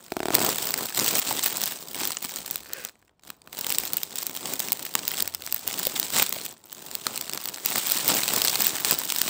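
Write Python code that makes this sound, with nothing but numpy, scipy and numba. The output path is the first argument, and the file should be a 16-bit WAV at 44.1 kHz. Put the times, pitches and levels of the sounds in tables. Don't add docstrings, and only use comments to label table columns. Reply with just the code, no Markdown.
import sys
import numpy as np
from scipy import signal
from scipy.fft import rfft, irfft
from scipy.io import wavfile
from scipy.ndimage import uniform_filter1d
from numba import njit

SR = 44100
rng = np.random.default_rng(int(sys.argv[2]) if len(sys.argv) > 2 else 0)


def unload_audio(sound):
    columns = np.transpose(np.atleast_2d(sound))
    steps = np.round(np.clip(columns, -1, 1) * 32767)
    wavfile.write(sys.argv[1], SR, steps.astype(np.int16))


N = 409688

# f/Hz, level/dB
ROOM_TONE = [(24, -34), (40, 12), (186, -4.5), (324, -15), (1010, -34), (3050, -24.5), (3460, -27),
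             (16500, -51)]
# f/Hz, level/dB
FILM_TONE = [(90, -25), (150, -17), (500, -15.5), (770, -8), (1160, -8.5), (2400, -6), (3900, -3.5),
             (6500, -6.5), (7950, -0.5), (10500, -13), (13000, -10.5), (15500, 1.5), (16100, -28),
             (17000, -46)]
# t/s, crackle level/dB
HAND_EFFORT = [(0, -56.5), (.31, -45.5), (.55, -34.5), (.9, -43.5), (1.25, -34.5), (1.55, -35),
               (1.9, -45.5), (2.15, -45.5), (2.55, -42), (2.66, -58), (2.85, -45.5), (2.93, -74.5),
               (3.08, -81), (3.16, -95), (3.42, -77), (3.55, -47), (3.74, -35), (4.08, -45), (4.33, -44.5),
               (4.6, -41.5), (4.95, -43.5), (5.18, -35), (5.35, -52), (5.62, -42.5), (5.86, -35),
               (6.45, -40), (6.6, -69.5), (6.76, -48), (7.1, -41), (7.6, -46), (7.7, -29.5), (8.7, -29.5),
               (8.82, -35.5), (9.08, -35.5), (9.29, -30.5)]
# t/s, length/s, crackle level/dB, rustle level/dB
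CRUMPLES = [(0.343, 0.00667, -24, -29), (0.408, 0.11, -29.5, -30.5), (0.592, 0.11, -33, -38.5),
            (0.775, 0.082, -33.5, -39), (0.976, 0.19, -26, -36), (1.27, 0.078, -31, -38.5),
            (1.442, 0.066, -33, -51), (1.61, 0.11, -36.5, -46.5), (1.964, 0.12, -33, -40),
            (2.355, 0.02336, -40, -47.5), (3.258, 0.04799, -56, -56.5), (4.17, .06, -38.5, -68),
            (4.445, 0.093, -38, -40.5), (4.623, 0.027, -35.5, -58), (5.19, 0.024, -38, -43.5),
            (5.674, 0.017, -38, -45), (6.14, 0.071, -24, -35), (7.068, 0.07193, -42, -42),
            (8.042, 0.12, -31, -36), (8.32, 0.29, -33.5, -40), (8.872, 0.053, -25, -37)]
# f/Hz, width/Hz, level/dB
BAG_MODES = [(180, 270, -0.5), (329, 150, -3.5), (654, 1000, -6.5)]
# t/s, level/dB
THUMB_SLIPS = [(0.1206, -14.5), (0.1675, -13), (0.2036, -14), (0.231, -17), (0.2562, -14), (0.2843, -12.5),
               (0.3052, -13.5), (0.3843, -12.5), (0.4146, -15), (0.4423, -17)]
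# f/Hz, level/dB, time to fade by 60 dB/s
CUSHION_MODES = [(357, -0.5, 0.017224), (656, -3, 0.015), (1340, -13.5, 0.012)]
# t/s, middle level/dB, treble level/dB
SNAPS = [(0.351, -6.5, -8), (0.455, -19, -27.0), (0.464, -16.0, -21.0), (0.4906, -14.0, -14.5),
         (0.5, -23, -20), (0.583, -18.5, -17), (0.6542, -36, -13), (0.7406, -9.5, -18.0),
         (0.9472, -18, -23.0), (1.0884, -19, -24), (1.1957, -19, -10.5), (1.4362, -23, -19.0),
         (1.4425, -16, -18), (1.4689, -21, -14.5), (1.57, -19, -20.0), (1.6158, -17.5, -17),
         (1.6372, -13, -14), (1.658, -23, -13.5), (1.9455, -19.5, -28.0), (2.053, -18, -17.0),
         (2.0737, -20, -10.0), (2.1058, -18, -24.0), (2.1189, -19, -21.0), (2.1697, -15.5, -45),
         (2.2482, -19.5, -26), (2.339, -27, -28), (2.36, -21.5, -23), (2.3855, -23.0, -31.0),
         (2.51, -21, -17.5), (2.558, -20.5, -14.0), (2.7337, -21.5, -15), (2.8495, -21, -23.0),
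         (2.955, -53, -66.0), (3.026, -56.5, -63.0), (3.079, -54, -73.5), (3.0941, -58.5, -76.0),
         (3.195, -52, -71), (3.2354, -42, -48), (3.2762, -39, -38), (3.3025, -27, -27), (3.418, -40, -54.5),
         (3.4743, -39, -43), (3.529, -30, -31.0), (3.5483, -35, -35), (3.5885, -24.5, -19.5),
         (3.6103, -20, -19), (3.6451, -21, -22), (3.6665, -17, -17.5), (3.7032, -17, -14),
         (3.7232, -17.5, -14.0), (3.7481, -18.0, -26.0), (3.7844, -11.5, -14), (3.7997, -29.5, -20),
         (3.8526, -25.5, -19), (3.877, -23, -33), (3.9335, -21.5, -9.5), (3.969, -23, -7.5),
         (4.0327, -18.5, -16), (4.1571, -21, -21), (4.186, -18.5, -29), (4.227, -23, -18),
         (4.267, -20, -12.5), (4.2956, -30, -25), (4.343, -44, -28), (4.3508, -27, -28), (4.3644, -23, -25),
         (4.3726, -24, -27.0), (4.4567, -20.5, -32.0), (4.5363, -19.5, -19), (4.5949, -20, -17),
         (4.6021, -16, -13.5), (4.685, -20, -24), (4.7204, -11.5, -14), (4.7289, -19, -13.5),
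         (4.7939, -26, -29.5), (4.8272, -24.5, -23), (4.852, -28, -21), (4.8653, -25, -29),
         (4.9393, -23.5, -25), (4.9528, -9.5, -13.5), (4.9912, -22, -35.0), (5.0546, -28, -38.5),
         (5.079, -14, -12), (5.204, -12.5, -20.0), (5.2237, -17, -13), (5.2763, -18.5, -18.5),
         (5.3479, -17.5, -15.5), (5.4213, -28.0, -30.0), (5.4637, -20.5, -25), (5.4748, -27.0, -34),
         (5.5249, -17.5, -14), (5.5445, -25, -11), (5.5621, -23.5, -20.5), (5.6768, -18, -15),
         (5.741, -19.5, -29), (5.796, -19.5, -21), (5.8314, -18.5, -20), (5.8523, -14.5, -16),
         (5.8693, -14, -14), (5.9981, -15, -10), (6.0291, -19, -27.0), (6.227, -21.5, -11.5),
         (6.2642, -20, -22), (6.293, -26.0, -17.0), (6.326, -16, -16), (6.4135, -24.0, -37),
         (6.452, -27, -26), (6.4625, -23.5, -19), (6.6405, -40, -51.0), (6.656, -55, -38.5),
         (6.7276, -31.0, -27), (6.9133, -26.5, -29), (6.952, -17.5, -15.0), (7.0674, -11.5, -17),
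         (7.1762, -21.0, -18), (7.2117, -17.0, -23.5), (7.2955, -20.5, -32), (7.3343, -21.0, -21),
         (7.3473, -28.5, -20.5), (7.3752, -18.5, -25.0), (7.4564, -20.0, -19.0), (7.4774, -38.5, -23.0),
         (7.4875, -19.5, -26.0), (7.5435, -22, -30.0), (7.5601, -26, -35.0), (7.6594, -12.5, -10.5),
         (7.703, -25, -17.0), (7.7817, -18, -10.5), (7.9187, -18.0, -10.5), (8.0791, -16, -5),
         (8.141, -14, -29), (8.1684, -16.0, -19.5), (8.2338, -12, -23.5), (8.3363, -14.5, -14.0),
         (8.3621, -13.5, -17.0), (8.4183, -10.5, -12), (8.449, -14, -11), (8.6051, -13.5, -13.5),
         (8.6453, -19, -11.5), (8.6682, -21, -8), (8.8477, -11.5, -15), (8.9101, -11, -8),
         (8.988, -21.5, -12.5), (9.1017, -14.5, -16.0), (9.1219, -14, -11), (9.1613, -15, -19.0),
         (9.1852, -15.5, -17), (9.216, -11, -12)]
# t/s, level/dB, f/Hz
DENTS = [(1.3112, -13.5, 860), (2.2482, -32, 258), (5.869, -19, 543.8), (6.365, -25.5, 609.6),
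         (7.0677, -13, 1270)]
# start t/s, end t/s, f/Hz, level/dB
HUM_SPELLS = [(2.3, 2.85, 58, -66), (3.5, 3.9, 58, -65), (4.8, 5.85, 84, -63)]
# t/s, slip rate/Hz, level/dB
FINGER_DRAG = [(2.62, 69.67, -43.5), (2.69, 78, -36.5), (2.719, 260, -35), (2.759, 520, -33),
               (2.841, 500, -34), (2.859, 180, -31.5), (2.899, 100, -49)]
# f/Hz, width/Hz, level/dB
FINGER_MODES = [(530, 220, -2.5), (1630, 550, 0.5), (2429, 210, -6.5), (4450, 1046, -13)]


def from_db(db):
    return 10 ** (np.asarray(db) / 20)


def set_level(x, db):
    return x * from_db(db) / np.sqrt(np.mean(x ** 2))


def colour(x, tone):
    hz, db = np.transpose(tone)
    log_gain = np.interp(np.log(np.linspace(1, SR / 2, 4097)), np.log(hz), db) * np.log(10) / 20
    cepstrum = irfft(log_gain)
    cepstrum[1:4096] *= 2
    cepstrum[4097:] = 0
    response = irfft(np.exp(rfft(cepstrum)))[:4096]
    return signal.fftconvolve(x, response)[:N]


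def wobble(per_second):
    step = max(int(SR / per_second), 2)
    curve = uniform_filter1d(rng.standard_normal(N // 20)[np.arange(N) // step], step)
    return curve / curve.std()


def resonate(x, modes):
    return sum(from_db(db) * signal.lfilter(*signal.iirpeak(hz, hz / width, SR), x)
               for hz, width, db in modes)


@njit
def ring(start, hz, t60, size, phase, softness):
    out = np.zeros(N)
    for k in range(len(hz)):
        step = np.exp(2j * np.pi * hz[k] / SR - np.log(1000) / (t60[k] * SR))
        tone, held_back = size[k] * np.exp(1j * phase[k]), 1.
        for i in range(start[k], min(N, start[k] + int(.75 * t60[k] * SR))):
            held_back *= softness
            out[i] += tone.imag * (1 - held_back)
            tone *= step
    return out


def room_noise():
    return set_level(colour(rng.standard_normal(N), ROOM_TONE), -69)


def handling(t):
    rise_db_per_s, fall_db_per_s = 598, 303
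    crackle_db = np.interp(t, *np.transpose(HAND_EFFORT))
    rustle_db = -48 + 0.51 * (crackle_db + 40)
    power = from_db(2 * np.array([crackle_db, rustle_db]))
    for start, length, *db in CRUMPLES:
        drop_db = np.maximum(rise_db_per_s * (start - t), fall_db_per_s * (t - start - length)).clip(0)
        power += from_db(2 * (np.array(db)[:, None] - drop_db))
    return 10 * np.log10(power)


def creases(times, level_db, treble_db, body_db, tones, t60, spread_ms, phase_spread):
    low_hz, high_hz, scatter_db, rise_s = 200, 16800, 7, 47e-6
    chance = rng.random((len(times), tones, 5))
    place = (np.arange(tones) + chance[..., 0]) / tones
    hz = low_hz + (high_hz - low_hz) * place ** 2
    in_body = np.clip((4500 - hz) / 2500, 0, 1)
    in_treble = np.clip((hz - 9000) / 3000, 0, 1)
    db = level_db[:, None] + in_body * body_db[:, None] + in_treble * treble_db[:, None]
    size = from_db(db + scatter_db * (2 * chance[..., 1] - 1)) * np.sqrt(place / tones)
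    decay = t60 * (hz / 8000) ** -.4 * (0.92 + chance[..., 2])
    start = (SR * (times[:, None] + spread_ms / 1000 * chance[..., 3] ** 4)).astype(np.int64)
    phase = 2 * np.pi * (rng.random((len(times), 1)) + phase_spread * chance[..., 4])
    columns = (np.ravel(a) for a in (start, hz, decay, size, phase))
    return colour(ring(*columns, softness=np.exp(-1 / (rise_s * SR))), FILM_TONE)


def crackle(t, crackle_db):
    chance = rng.random((3200, 4))
    at = (chance[:, 0] * N).astype(int)
    gentle = np.clip((-25.5 - crackle_db[at]) / 30, 0, 1)
    size_db = np.minimum(-(5.33 + 3.9 * gentle) * np.log(chance[:, 1]), 12 + 7 * gentle)
    flurry_db = 2.44 * wobble(40)[at]
    treble_db, body_db = 8 * (2 * chance[:, 2:].T - 1)
    return from_db(10.5) * creases(t[at], crackle_db[at] + size_db + flurry_db, treble_db, body_db - 4,
                                   tones=20, t60=0.004, spread_ms=.6, phase_spread=0.44396)


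def swish(crackle_db):
    hiss = rng.standard_normal(N) * from_db(1.21 * wobble(35) + 2.63 * wobble(400))
    return set_level(colour(hiss, FILM_TONE), -3) * from_db(crackle_db)


def rustle(rustle_db):
    when, strength = rng.random((2500, 2)).T
    pushes = 0.092 * rng.standard_normal(N)
    np.add.at(pushes, (when * N).astype(int), from_db(np.minimum(-3.5 * np.log(strength), 12)))
    pushes = signal.lfilter(*signal.butter(3, [100, 1300], "band", fs=SR), pushes)
    flicker = from_db(2.2 * wobble(25))
    return set_level(resonate(pushes, BAG_MODES) * flicker, 0.42) * from_db(rustle_db)


def thumb_slips():
    times, db = np.transpose(THUMB_SLIPS)
    hz, mode_db, t60 = np.transpose(CUSHION_MODES)
    pitches = hz * (1 + 0.025 * rng.standard_normal((len(times), len(hz))))
    start = np.repeat((times * SR).astype(np.int64), len(hz))
    size = from_db(db[:, None] + mode_db).ravel()
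    phase = np.full(len(size), 1.9)
    return ring(start, pitches.ravel(), np.tile(t60, len(times)), size, phase, softness=0.6401)


def snaps():
    times, db, treble_db = np.transpose(SNAPS)
    body_db = -8 + 0.47 * (-20 - db).clip(0) + 4.5 * rng.standard_normal(len(times))
    brightness_db = treble_db - db + 4
    slip_times, slip_db = np.transpose(THUMB_SLIPS)
    even = np.zeros(len(slip_times))
    return from_db(14.5) * creases(np.r_[times, slip_times], np.r_[db, slip_db - 12],
                                   np.r_[brightness_db, even], np.r_[body_db, even],
                                   tones=56, t60=0.0041, spread_ms=.7, phase_spread=0.23)


def dent_pops(cycles=13):
    times, db, hz = np.transpose(DENTS)
    start = (times * SR).astype(np.int64)
    return ring(start, hz, cycles / hz, from_db(db), np.zeros(len(times)), softness=0.77)


def hum(t):
    drift_cycles = 3.96 * np.cumsum(wobble(8.1)) / SR
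    out = np.zeros(N)
    for start, end, hz, db in HUM_SPELLS:
        swell = np.sin(np.pi * np.clip((t - start) / (end - start), 0, 1)) ** .5
        out += from_db(db + 8.76 * wobble(14)) * swell * np.sin(2 * np.pi * (hz * t + drift_cycles))
    return out


def finger_drag(t):
    times, rates, db = np.transpose(FINGER_DRAG)
    rate = np.interp(t, times, rates)
    slips_so_far = np.floor(np.cumsum(rate * (1 + .1 * wobble(200)) / SR))
    tugs = np.diff(slips_so_far, prepend=0) * from_db(3.6 * rng.standard_normal(N)) / np.sqrt(rate / SR)
    return resonate(tugs, FINGER_MODES) * from_db(np.interp(t, times, db, -200, -200))


def add_echo(x, t60=0.3, echo_db=-23):
    t = np.arange(SR // 3) / SR
    tail = rng.standard_normal(len(t)) * from_db(-60 * t / t60) * (t > .003)
    tail = signal.lfilter(*signal.butter(1, 6000, fs=SR), tail)
    return x + from_db(echo_db) * signal.fftconvolve(x, tail / np.sqrt(np.sum(tail ** 2)))[:N]


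def scene():
    t = np.arange(N) / SR
    crackle_db, rustle_db = handling(t)
    bag = snaps() + crackle(t, crackle_db) + swish(crackle_db) + rustle(rustle_db)
    bag += thumb_slips() + dent_pops() + finger_drag(t)
    return (add_echo(bag) + hum(t) + room_noise())[None]


def record(dry):
    thin = signal.sosfilt(signal.butter(3, 62, "high", fs=SR, output="sos"), dry)
    clipped = np.clip(thin, -.95, .95)
    return signal.sosfilt(signal.ellip(8, .2, 60, 16700, fs=SR, output="sos"), clipped)


dry = scene()
out = record(dry)
unload_audio(out)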